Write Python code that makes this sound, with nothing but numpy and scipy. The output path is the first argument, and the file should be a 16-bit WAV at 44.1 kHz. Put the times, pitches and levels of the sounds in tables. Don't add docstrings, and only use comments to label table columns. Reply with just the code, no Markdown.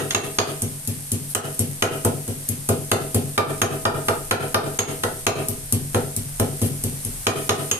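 import sys
import numpy as np
from scipy import signal
from scipy.fft import rfft, irfft
from scipy.io import wavfile
from scipy.ndimage import uniform_filter1d, minimum_filter1d

SR = 44100
rng = np.random.default_rng(int(sys.argv[2]) if len(sys.argv) > 2 else 0)


def materialize(psi):
    bounded = np.clip(np.atleast_2d(psi).T, -1, 1)
    quanta = np.round(bounded * 32767).astype(np.int16)
    wavfile.write(sys.argv[1], SR, quanta)


N = 343539
BLOW_T = np.arange(int(.6 * SR)) / SR


def amp(db):
    return 10 ** (np.asarray(db) / 20)


def curve_at(points, hz):
    f, value = np.transpose(points)
    return np.interp(np.log(hz + 1), np.log(f), value)


def normalised(x):
    return x / np.sqrt(np.mean(np.sum(x ** 2, -1)) * 20 / SR)


def add(mix, s, sound):
    at = round(s * SR)
    sound = sound[:, max(-at, 0):]
    part = mix[:, max(at, 0):][:, :sound.shape[1]]
    part += sound[:, :part.shape[1]]


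def delayed(x, s):
    return np.pad(x, ((0, 0), (round(s * SR), 0)))[:, :len(BLOW_T)]


def lowpass(x, hz):
    return signal.sosfilt(signal.butter(2, hz, fs=SR, output="sos"), x)


# f/Hz, correlation
PORT_LIKENESS = [(30, 0.5), (80, 2), (130, 0.97), (300, 0.79), (640, 0.37), (1300, -0.12), (2200, 0.12),
                 (4000, 0)]
def diffuse(pair, spectrum):
    hz = np.fft.rfftfreq(pair.shape[1], 1 / SR)
    a, b = rfft(pair)
    likeness = np.clip(curve_at(PORT_LIKENESS, hz), -1, 1)
    mid, side = a * np.sqrt((1 + likeness) / 2), b * np.sqrt((1 - likeness) / 2)
    return irfft(np.array([mid + side, mid - side]) * amp(curve_at(spectrum, hz)), pair.shape[1])


def noise(spectrum, size):
    x = diffuse(rng.standard_normal((2, size)), spectrum)
    return x / x.std()


def ring(modes, rise_s, shift=1, sustain=1):
    out = np.zeros((2, len(BLOW_T)))
    for k, (hz, db, t60) in enumerate(modes):
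        angle = (-1) ** k * np.arccos(np.clip(curve_at(PORT_LIKENESS, hz), -1, 1)) / 2
        phase = 2 * np.pi * hz * shift * BLOW_T + np.array([[angle], [-angle]])
        out += amp(db - 60 * BLOW_T / (t60 * sustain)) * np.sin(phase)
    return normalised(out * (1 - np.exp(-BLOW_T / rise_s)))


def burst(spectrum, decay_ms, rise_ms, direct=0.81):
    ms = BLOW_T * 1000
    scattered, right = noise(spectrum, len(BLOW_T))
    left = direct * np.roll(right, 5) + np.sqrt(1 - direct ** 2) * scattered
    return normalised(np.array([left, right]) * np.exp(-ms / decay_ms) * (1 - np.exp(-ms / rise_ms)))


# f/Hz, level/dB
AIR_COLOUR = [(20, 28), (60, -63), (100, 12), (150, 32), (250, -35), (400, -15.5), (800, 2), (2000, -41)]
RUMBLE_COLOUR = [(12, -24), (25, -14), (35, 2), (48, -23), (65, -15), (120, -11.5), (400, -63)]
# t/s, level/dB
RUMBLE_RIDE = [(0.0, -59), (0.13, -56), (3.51, -49), (3.58, -43), (4.69, -44), (7.1, -41.5), (7.79, -49)]
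def low_bed(air_db=-46):
    rumble_db = np.interp(np.arange(N) / SR, *np.transpose(RUMBLE_RIDE))
    return amp(air_db) * noise(AIR_COLOUR, N) + amp(rumble_db) * noise(RUMBLE_COLOUR, N)


# f/Hz, level/dB
SIZZLE_COLOUR = [(200, -54), (500, -4), (1000, -8.5), (2000, -7), (3000, -8), (4200, -7), (6000, -4.5),
                 (7500, -2.5), (8700, 6), (10000, 2), (11300, 3.5), (12600, -8), (14300, -9.5)]
def frying(pops_per_s=500, spread_db=4.5, pops_db=-10, turn_s=(6.2, 7.7), far_db=-36, near_db=-33):
    ride_db = np.interp(np.arange(N) / SR, turn_s, [far_db, near_db])
    sizes = amp(spread_db * np.minimum(rng.exponential(1, (2, N)), 5))
    popping = rng.random(N) < pops_per_s / SR
    pops = diffuse(sizes * popping * rng.choice([-1, 1], (2, N)), SIZZLE_COLOUR)
    return amp(ride_db) * (noise(SIZZLE_COLOUR, N) + amp(pops_db) * pops / pops.std())


# f/Hz, t60/s
REVERB_DECAY = [(150, 0.75), (500, 0.36), (1300, 0.3343), (3000, 0.4), (6500, 0.22), (12000, 0.16)]
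# f/Hz, level/dB
REVERB_COLOUR = [(150, -11), (400, 8.5), (700, 7.5), (1300, 2.5), (3000, -4), (6500, -0.5), (12000, -1)]
def kitchen_reverb(x, walls, change=0.73, first_echo_s=0.0024):
    echoes = (walls + change * rng.standard_normal(walls.shape)) / np.hypot(1, change)
    hz, t, bands = signal.stft(diffuse(echoes, REVERB_COLOUR), SR, nperseg=256)
    rate = np.log(1000) / curve_at(REVERB_DECAY, hz)[:, None]
    dying = bands * np.exp(-rate * t) * np.sqrt(2 * rate / SR)
    tail = signal.istft(dying, SR, nperseg=256)[1][:, :len(BLOW_T)]
    tail *= np.clip(BLOW_T / first_echo_s - .5, 0, 1)
    return x + signal.fftconvolve(x[:1], tail, axes=1)[:, :len(BLOW_T)]


# f/Hz, level/dB, t60/s
HOLLOW_MODES = [(143.1, 8.5, 0.4), (156.4, 0.5, 0.32)]
def hollow_boom():
    return amp(-8) * ring(HOLLOW_MODES, rise_s=0.0098)


# f/Hz, level/dB, t60/s
KITCHEN_MODES = [(357.8, 11.5, 0.14), (402, -3, 0.19), (388, 4.5, 0.33), (414, 0.5, 0.11), (409.7, -2, 0.5),
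                 (480, -13, 0.39), (485, 2, 0.47), (548, 4.5, 0.2), (645, -7.5, 0.86), (683, -2.5, 0.22),
                 (764, -6.5, 0.5), (820, 0, 0.27), (1040, 3, 0.24), (1008, -19, 0.91), (1130, -29, 0.41),
                 (1250, -10, 0.68)]
def kitchen_ring(hard_hz, hard_octaves, room=ring(KITCHEN_MODES, rise_s=0.011)):
    struck = amp(-5.5 + 3.2 * hard_octaves) * lowpass(room, hard_hz)
    settle = amp(-21 + 3.3 * hard_octaves) * lowpass(room, hz=616)
    return struck + delayed(settle, s=.102)


# f/Hz, level/dB, t60/s
COUNTER_MODES = [(82, -29, 0.23), (99.6, 2.5, 0.38), (106.8, 6, 0.2), (132, -29, 1), (141.87, -6, 0.58),
                 (161.2, -8.5, 0.52), (198, -17, 1), (228.8, -1.5, 0.38), (233.5, -4, 0.32),
                 (249.4, 0.5, 0.32), (274, -9, 0.62)]
def counter_thud(hard_hz, glance_db, low_cut_hz=76, counter=ring(COUNTER_MODES, rise_s=0.0069)):
    thud = signal.sosfilt(signal.butter(4, low_cut_hz, "high", fs=SR, output="sos"), counter)
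    return amp(-0.09 + .05 * glance_db) * lowpass(thud, hard_hz)


# f/Hz, level/dB
SQUELCH_COLOUR = [(1500, -60), (4000, -11.5), (6000, -11.5), (7500, -9.5), (8800, 3.5), (10000, -1),
                  (11300, 6.5), (12600, -16), (15000, 1)]
CRACK_COLOUR = [(800, -8.5), (2000, 1.5), (3100, 8.5), (4000, 1), (5200, -2), (7000, -9), (10000, -57),
                (15000, -42)]
SNAP_COLOUR = [(1500, -17.5), (4000, -8), (6500, -0.5), (9000, 7.5), (11300, -2), (12600, -2), (15000, -13)]
def crushed_pulp(wet_db, snap_s, halving_wet_db=3.5):
    squelch_ms = 1.8 * 2 ** (-wet_db / halving_wet_db)
    squelch = amp(wet_db - 1.9) * burst(SQUELCH_COLOUR, decay_ms=squelch_ms, rise_ms=1.5)
    crunch = amp(-22.5) * burst(CRACK_COLOUR, decay_ms=26, rise_ms=23)
    snap = amp(wet_db - 10.5) * burst(SNAP_COLOUR, decay_ms=1, rise_ms=0.14)
    return squelch + crunch + delayed(snap, snap_s)


# t/s, length/s, level/dB
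BRUSH_CUES = [(1.272, 0.076, -28), (1.534, 0.027, -29), (4.026, 0.099, -31), (6.631, .07, -25.5)]
def wall_brushes():
    out = np.zeros((2, N))
    for s, length_s, db in BRUSH_CUES:
        size = int(length_s * SR)
        add(out, s, amp(db) * noise(SQUELCH_COLOUR, size) * np.hanning(size))
    return out


# f/Hz, level/dB, t60/s
MORTAR_MODES = [(340, -4, 0.014), (464, -4, 0.027), (698, -0.5, 0.013), (867, 0.5, 0.015), (986, 2, 0.012),
                (1276, 3, 0.024), (1447, 1.5, 0.018), (1614, -2.5, 0.013), (1920, -5, 0.026),
                (2476, 0, 0.012), (2700, -22, 0.012)]
PESTLE_MODES = [(3490, 6.5, 0.003), (6040, 3, 0.016), (6572, 26, 0.023), (7150, 18, 0.011)]
def stone_strike(hard_hz, hard_octaves, glance_db, clink=ring(PESTLE_MODES, rise_s=0.0001)):
    spot = 1 + 0.039 * rng.standard_normal()
    sustain = 2 ** (-glance_db / 12.5)
    knock = lowpass(ring(MORTAR_MODES, rise_s=0.0007, shift=spot, sustain=sustain), hard_hz)
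    crack = burst(CRACK_COLOUR, decay_ms=4.3, rise_ms=0.092)
    return (amp(-3.5 + 4.1 * hard_octaves - 0.13 * glance_db) * knock
            + amp(-17 + 12.67 * hard_octaves + 0.13 * glance_db) * crack
            + amp(-21.5 + 11 * hard_octaves + 0.92 * glance_db) * clink)


# t/s, force/dB, contact hardness/Hz, glance off the wall/dB, pulp wetness/dB
BLOW_CUES = [ (-.07, -20.5, 2280, 6, -5), (.108, -43.5, 4900, 8.5, 8), (0.1475, -23, 3160, 7, -3),
             (.386, -22.5, 3140, 4.5, -3), (0.6209, -24, 430, 6, -0.5), (0.8754, -23, 292, -14, -3.5),
             (1.119, -23, 370, 14, 0), (1.351, -22, 2320, 0, 10.5), (1.5937, -20.5, 395, -4, 0),
             (1.8237, -19.5, 2700, -2, -2), (2.0493, -18.5, 790, -9.5, -4), (2.279, -25.5, 480, 0, -8.5),
             (2.4898, -24.5, 322, 0, -0.5), (2.6898, -18.5, 760, -6, -3.5), (2.9165, -20, 1850, 2.5, -1),
             (3.1461, -17.5, 540, -2, -4.5), (3.378, -16.5, 2350, -14, -3.5), (3.617, -17, 2130, 4, -3.5),
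             (3.8525, -17, 2080, -15.5, -9), (4.084, -26, 2220, -13.5, -6), (4.311, -17, 2500, -6, -1),
             (4.5445, -17.5, 2410, -11.5, -2), (4.7899, -20, 2480, 15, 2), (5.036, -27.5, 2000, -6, -2.5),
             (5.2672, -16, 2740, 2.5, -1), (5.4863, -27, 474, -11, 2.5), (5.725, -19.5, 374, 10, -0.5),
             (5.946, -20, 1070, -1.5, -9.5), (6.1652, -25.5, 277, -7, 1), (6.3985, -19, 830, 0, -3.5),
             (6.6168, -17.5, 440, 0, -10), (6.8387, -23, 390, -7, -2.5), (7.051, -30, 372, 11, 2),
             (7.268, -19.5, 2500, 1.5, -4), (7.493, -19.5, 2460, 0.5, -3.5), (7.714, -29, 2960, 15.5, 6.5)]
def pounding(squelch_lead_s=.0017, boom_lag_s=.087, middling_hz=1000):
    out = np.zeros((2, N))
    walls = rng.standard_normal((2, len(BLOW_T)))
    boom = hollow_boom()
    for s, force_db, hard_hz, glance_db, wet_db in BLOW_CUES:
        force = amp(force_db)
        hard_octaves = np.log2(hard_hz / middling_hz)
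        stone = delayed(stone_strike(hard_hz, hard_octaves, glance_db), squelch_lead_s)
        pulp = crushed_pulp(wet_db, snap_s=squelch_lead_s)
        body = delayed(counter_thud(hard_hz, glance_db) + kitchen_ring(hard_hz, hard_octaves),
                       squelch_lead_s)
        add(out, s - squelch_lead_s, force * (kitchen_reverb(pulp + stone, walls) + body))
        add(out, s + boom_lag_s, force * boom)
    return out


def scene():
    return pounding() + wall_brushes() + frying() + low_bed()


def limiter(x, ceiling_db=-9.5, hold_s=0.074, recover_db_per_s=520, sense_hz=13000):
    power = uniform_filter1d(lowpass(x, sense_hz) ** 2, size=50).max(0)
    over_db = np.maximum(10 * np.log10(abs(power) + 1e-12) - ceiling_db, 0)
    hold = int(hold_s * SR) // 2 * 2 + 1
    held_db = -minimum_filter1d(-over_db, hold, origin=hold // 2, mode="constant")
    recovery_db = np.arange(N) * recover_db_per_s / SR
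    duck_db = np.maximum.accumulate(held_db + recovery_db) - recovery_db
    ahead_db = -minimum_filter1d(-duck_db, size=650)
    return x * amp(-uniform_filter1d(ahead_db, size=200))


# f/Hz, level/dB
PORT_BALANCE = [(100, 2.5), (700, 0.1), (1500, 0.5), (4400, 1), (8500, -6.5), (10500, 3), (12500, 16.5),
                (15000, 2)]
def record(dry, top_hz=14450):
    tilt_db = curve_at(PORT_BALANCE, np.fft.rfftfreq(N, 1 / SR)) / 2
    coloured = irfft(rfft(dry) * amp(np.array([tilt_db, -tilt_db])), N)
    high_cut = signal.firwin(401, top_hz, window=("kaiser", 8), fs=SR)
    return signal.oaconvolve(limiter(coloured), high_cut[None], "same")


dry = scene()
out = record(dry)
materialize(out)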